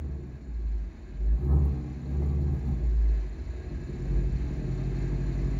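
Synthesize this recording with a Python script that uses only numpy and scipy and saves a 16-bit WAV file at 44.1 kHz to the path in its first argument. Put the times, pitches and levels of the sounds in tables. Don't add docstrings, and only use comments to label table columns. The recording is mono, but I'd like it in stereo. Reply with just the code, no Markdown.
import sys
import numpy as np
from scipy import signal
from scipy.fft import rfft, irfft, next_fast_len
from scipy.io import wavfile
from scipy.ndimage import uniform_filter1d

SR = 44100
rng = np.random.default_rng(int(sys.argv[2]) if len(sys.argv) > 2 else 0)


def digitize_waveform(pressure):
    field = np.atleast_2d(pressure).T
    bounded = np.clip(field, -1, 1)
    quanta = np.round(bounded * 32767).astype(np.int16)
    wavfile.write(sys.argv[1], SR, quanta)


N = 246519
TIME = np.arange(N) / SR
RUN_IN = SR // 3
BUILD_UP_S = 0.023


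def undb(db):
    return 10 ** (np.asarray(db) / 20)


def level(x, db):
    return x * undb(db) / np.sqrt(np.mean(x ** 2))


def follow(table, at):
    points, *columns = np.transpose(table)
    return [np.interp(at, points, column) for column in columns]


def ring(x, modes):
    x = np.pad(x, (RUN_IN, 0), "reflect")
    out = 0
    for k, (hz, width_hz, db) in enumerate(modes):
        b, a = signal.iirpeak(hz, hz / width_hz, SR)
        rung = signal.lfilter(b, a, signal.lfilter(b, a, x))
        out = out + (-1) ** k * undb(db) * rung
    return out[RUN_IN:]


def driven(x, db, modes):
    return ring(x * undb(db), modes) / np.std(ring(x, modes))


def coloured(spectrum):
    hz, db = np.transpose(spectrum)
    log_hz = np.log(np.fft.rfftfreq(N, 1 / SR) + 1)
    shape = undb(np.interp(log_hz, np.log(hz), db, -90, -90))
    return level(irfft(rfft(rng.standard_normal(N)) * shape, N), 0)


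def walk(rate_hz):
    hold = int(SR / rate_hz)
    steps = np.repeat(rng.standard_normal(N // hold + 1), hold)
    return 1.46 * uniform_filter1d(uniform_filter1d(steps, hold), hold)[:N]


def puffs(clicks, decay_s):
    return signal.lfilter([1], [1, -np.exp(-1 / (decay_s * SR))], clicks)


def street_hum():
    # [dB per Hz, relative]
    street_spectrum = [(15, -33), (25, -18), (42, -8.5), (66, -3.5), (113, -26), (192, -18.5), (338, -25),
                       (528, -40), (659, -41), (730, -51), (1500, -51), (1950, -85), (3300, -120)]
    each_ear = np.array([coloured(street_spectrum), coloured(street_spectrum)])
    return level(each_ear * 0.07 + coloured(street_spectrum), -42.5)


def firings(fired, rough, scatter_db, jitter):
    # strength_db [dB], late [share of a firing gap]
    cylinders = [(5.5, 0.0185), (2.4, 0.107), (-1, 0.0157), (5.26, -0.1016), (2.8, -0.015), (1.4, 0.087),
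                 (4.5, -0.0092), (3.5, -0.1058)]
    k = np.arange(1, int(fired[-1]))
    chance = rng.standard_normal((len(k), 2)) * np.interp(k, fired, rough)[:, None]
    strength_db, late = np.array(cylinders)[k % 8].T
    at = np.interp(k + late + jitter * chance[:, 0], fired, np.arange(N)).astype(int)
    clicks = np.zeros(N)
    clicks[at] = undb(strength_db + scatter_db * chance[:, 1])
    return clicks


def boom(hz, fired, load_db):
    # firing_rate_hz [Hz], lift_db [dB over the load]
    garage_lift = [(44, -2), (46, 0.5), (48, 1.5), (49.5, 9.5), (51, 16), (53, 20.5), (55.5, 18),
                   (57, 13.5), (60, 5), (63, -3), (67, 8.5), (70, 5), (73, 8)]
    lag_rad_per_hz, in_step_hz = .031, 48
    garage_swell_s = 0.019
    lift_db, = follow(garage_lift, hz)
    swell = uniform_filter1d(undb(load_db + lift_db), int(garage_swell_s * SR))
    lag = lag_rad_per_hz * (hz - in_step_hz)
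    return swell * np.sqrt(2) * np.cos(2 * np.pi * fired - lag)


def lope(drive, pops):
    # [dB, relative]
    garage_modes = [(54, 6.7, 2), (62.3, 6, 7), (78.7, 15.7, -4)]
    # start_s [s], level_db [dB]
    lope_ride = [(0, -35), (.35, -49), (.55, -53), (1.3, -46), (1.45, -48), (2.5, -36), (2.7, -32),
                 (2.9, -56.5), (3.25, -44.5), (3.4, -31.5), (3.8, -33), (4.0, -35), (4.4, -25.5),
                 (4.6, -46), (5.3, -36.5), (5.45, -33.5), (5.59, -53)]
    lope_db, = follow(lope_ride, TIME + BUILD_UP_S)
    pop_thump_db = -46.5
    return driven(drive, lope_db, garage_modes) + driven(pops, pop_thump_db, garage_modes)


def pipe_growl(drive, growl_db):
    # [dB, relative]
    pipes = [(95.1, 11, -5), (129.36, 11.8, 4), (145.6, 18.6, 0.5), (178.2, 18.6, -6), (195.9, 18.6, -8),
             (234.5, 23.1, -6.5), (270, 21.4, -14), (290.5, 29, -11.5)]
    return driven(drive, growl_db, pipes)


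def exhaust_gas(clicks, drive):
    hiss = (puffs(clicks, 0.0071) + 0.071) * rng.standard_normal(N)
    return level(hiss, -1) + drive


def tailpipe_bark(gas, tips_db, fired, load_db):
    # [dB, relative]
    tips = [(345.3, 49.4, -4.5), (370.3, 40.3, -3), (423.6, 35, -3), (439, 29, 6), (505, 75, -3.5),
            (556, 19, -11), (620.4, 73, -2.5), (657, 11, -6)]
    full_depth, start_cycles = 0.92, 0.78
    full_below_db, lost_per_db = -44.5, 1.3
    over_db = np.maximum(load_db - full_below_db, 0)
    depth = np.clip(full_depth - lost_per_db * over_db, 0, 1)
    throb = 1 + depth * np.cos(2 * np.pi * (fired / 8 - start_cycles))
    low_tips = driven(gas * throb, tips_db - 3.0, tips[:2])
    high_tips = driven(gas, tips_db - 11.5, tips[2:])
    return low_tips + high_tips


def tailpipe_rasp(gas, rasp_db):
    # [dB, relative]
    rasp_modes = [(725, 140, -0.5), (815.5, 70, -0.5), (911, 120, -3.5), (1048, 76, -4.5), (1109, 85, -3),
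                  (1284.1, 160, -10)]
    return driven(gas * undb(2.4 * walk(30.05)), rasp_db, rasp_modes)


def loose_part(clicks, rasp_db):
    # [dB per Hz, relative]
    buzz_spectrum = [(8800, -24), (9600, -6), (11200, -14.5), (12600, -12.5), (13400, -17.5),
                     (14600, -11.5), (15700, -14)]
    buzz_db, per_rasp_db, from_rasp_db = -71, 1.1, -52
    chatter = puffs(clicks * undb(3.1 * walk(110)), 0.0077) + 0.2
    buzz = level(chatter * coloured(buzz_spectrum), 0)
    return buzz * undb(buzz_db + per_rasp_db * (rasp_db - from_rasp_db))


def fuel_pops():
    # start_s [s], strength_db [dB over a firing]
    pop_list = [(1.423, 4), (1.533, 1.5), (1.546, 1.5), (1.655, 1), (2.683, 3), (2.749, -0.5), (2.819, 8)]
    pops = np.zeros(N)
    for start_s, strength_db in pop_list:
        pops[int(start_s * SR)] = undb(strength_db)
    return pops


def engine():
    # start_s [s], firing_rate_hz [Hz], load_db [dB]
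    throttle = [(0.0, 72.6, -41.5), (0.14, 71.04, -40), (0.3, 62.35, -59.5), (0.542, 55.76, -49),
                (0.99, 47.85, -47), (1.102, 48.54, -48.5), (1.329, 54.43, -41), (1.441, 67.54, -32),
                (1.531, 72.2, -28), (1.641, 70.71, -29), (1.799, 66.17, -43.5), (1.952, 68, -47),
                (2.178, 71.47, -33.5), (2.52, 73.46, -35.5), (2.61, 68.32, -39), (2.691, 64.8, -28),
                (2.78, 59.43, -32.5), (2.842, 56.18, -39.5), (3.1, 52.98, -43), (3.327, 48.88, -46.5),
                (3.619, 45.67, -42), (3.822, 44.23, -43), (4.142, 49.24, -30.5), (4.321, 47.55, -31.5),
                (4.48, 44, -36), (4.68, 47.21, -35.5), (5.042, 47.83, -31.5), (5.59, 48.56, -33)]
    # [dB, before the trims of the tailpipe notes]
    exhaust_ride = [(0.0, -40.5, -46.5), (0.398, -46.5, -57.5), (1.03, -59.5, -57), (1.14, -44.5, -57.5),
                    (1.249, -47, -49.5), (1.401, -37, -48.5), (1.521, -29.5, -38), (1.7, -33.5, -45.5),
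                    (1.91, -41, -52.5), (2.1, -36, -46.5), (2.181, -34.5, -41), (2.55, -32.5, -43),
                    (2.611, -45, -49.5), (2.68, -31, -46), (2.798, -39, -47), (2.988, -44.5, -50.5),
                    (3.61, -48, -47), (3.74, -39, -47.5), (4.0, -35, -44.5), (4.2, -30.5, -41.5),
                    (4.5, -35.5, -43.5), (4.67, -31.5, -42.5), (5.59, -31, -41)]
    # start_s [s], level_db [dB]
    rasp_ride = [(0, -64.5), (.4, -71.5), (1.2, -74), (1.39, -58.5), (1.425, -58), (1.46, -54), (1.53, -50),
                 (1.6, -56.5), (1.66, -52), (1.78, -61), (1.9, -67), (2.1, -61.5), (2.2, -56.5),
                 (2.35, -58), (2.46, -60.5), (2.54, -55), (2.63, -63.5), (2.685, -54), (2.73, -58.5),
                 (2.83, -69.5), (3.0, -67.5), (3.7, -73.5), (4.2, -59.5), (4.5, -67), (5.59, -61)]
    hz, load_db = follow(throttle, TIME)
    growl_db, tips_db = follow(exhaust_ride, TIME + BUILD_UP_S)
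    rasp_db, = follow(rasp_ride, TIME)
    fired = np.cumsum(hz) / SR
    rough_below_hz, rough_per_hz = 50, .35
    rough = 1 + rough_per_hz * np.maximum(rough_below_hz - hz, 0)
    pops = fuel_pops()
    clicks = firings(fired, rough, scatter_db=.6, jitter=.006) + pops
    turbulence = undb(-25) * rng.standard_normal(N)
    drive = level(clicks, 0) + turbulence
    gas = exhaust_gas(clicks, drive)
    bass = boom(hz, fired, load_db) + lope(drive, pops) + pipe_growl(drive, growl_db)
    bark = tailpipe_bark(gas, tips_db, fired, load_db) + tailpipe_rasp(gas, rasp_db)
    return bass, bark, loose_part(clicks, rasp_db)


def fan():
    # [dB per Hz, relative]
    fan_air = [(350, -35.5), (600, -3.5), (1110, -9), (1430, -12.5), (1560, -10), (1640, -8.5),
               (1880, -11.5), (2060, -10), (2400, -13.5), (2620, -11.5), (2780, -19), (3070, -14),
               (4170, -19.5), (5260, -25.5), (5850, -22.5), (6380, -27), (7010, -24), (8610, -53),
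               (10100, -33.5), (12100, -44.5), (13500, -61), (14500, -51.5), (15700, -41)]
    # pitch_hz [Hz], width_hz [Hz, of one pass], level_db [dB against the air],
    # throbs [per turn], depth [0-1], start [turns]
    whistles = [(4174, 510, -17.5, 1, 1, 0.068), (5400, 770, -17.5, 1, 1, 0.95),
                (7007, 340, -18, 2, 0.8, 0.4), (1647, 160, -9, 0.52, 0.3, 0.18)]
    turns_hz, start_db, nears_db_per_s = 16.5, -62.5, 2
    out = coloured(fan_air) * undb(0.82 * walk(12))
    turns = turns_hz * TIME + 0.017 * walk(0.92)
    for hz, width_hz, db, throbs, depth, start in whistles:
        swell = 1 + depth * np.cos(2 * np.pi * throbs * (turns - start))
        whistle = ring(rng.standard_normal(N), [(hz, width_hz, 0)])
        out = out + level(swell * whistle * undb(1.8 * walk(25)), db)
    return level(out, 0) * undb(start_db + nears_db_per_s * TIME)


def garage(x):
    t60_s, shifts_s = .32, .25
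    t = np.arange(SR // 2) / SR
    hop = int(shifts_s * SR)
    x = np.pad(x, (RUN_IN + hop, 2 * hop), "reflect")
    out = np.zeros((2, len(x) + len(t)))
    fade = np.sin(np.pi * np.arange(2 * hop) / (2 * hop))
    decay = undb(-60 * t / t60_s) * (t > .004)
    for start in range(0, len(x) - 2 * hop, hop):
        tail = level(rng.standard_normal((2, len(t))) * decay, 0) / np.sqrt(len(t))
        stretch = x[start:start + 2 * hop] * fade
        heard = signal.fftconvolve(stretch[None], tail, axes=1)
        out[:, start:start + heard.shape[1]] += heard
    out = signal.sosfilt(signal.butter(4, 330, "high", fs=SR, output="sos"), out)
    return out[:, RUN_IN + hop:RUN_IN + hop + N]


def ports(x):
    # pitch_hz [Hz], left_lead_rad [radians]
    port_phase = [(0, 0), (130, -.15), (260, -.1), (350, -.55), (450, .4), (650, .1), (900, -1.6),
                  (1460, -1.9), (2240, .1), (5800, 10.7), (6300, 12), (7400, 11), (9470, 9.1), (11700, 6.3),
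                  (15000, 0)]
    # pitch_hz [Hz], left_minus_right_db [dB]
    port_pan = [(60, 1), (110, 2), (200, -0.5), (380, 5.5), (700, 5), (1290, -2.5), (2380, 2), (4400, -4),
                (8120, -3.5), (15000, 2)]
    size = next_fast_len(N + SR // 2)
    hz = np.fft.rfftfreq(size, 1 / SR)
    lead_rad, = follow(port_phase, hz)
    pan_hz, pan_db = np.transpose(port_pan)
    shading_db = np.interp(np.log(hz + 1), np.log(pan_hz), pan_db)
    half = undb(shading_db / 2) * np.exp(.5j * lead_rad)
    spectrum = rfft(x, size)
    return irfft([spectrum * half, spectrum / half], size)[:, :N]


def scene():
    bass, bark, buzz = engine()
    whir = fan()
    echo = undb(-5.5) * garage(whir + undb(5.0) * bark + undb(8.5) * bass)
    return ports(bass + bark + whir + buzz) + echo + street_hum()


def record(dry):
    low_cut_hz, top_hz = 41, 15750
    dry = signal.sosfilt(signal.butter(6, low_cut_hz, "high", fs=SR, output="sos"), dry)
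    return signal.sosfilt(signal.ellip(10, .2, 80, top_hz, fs=SR, output="sos"), dry)


dry = scene()
out = record(dry)
digitize_waveform(out)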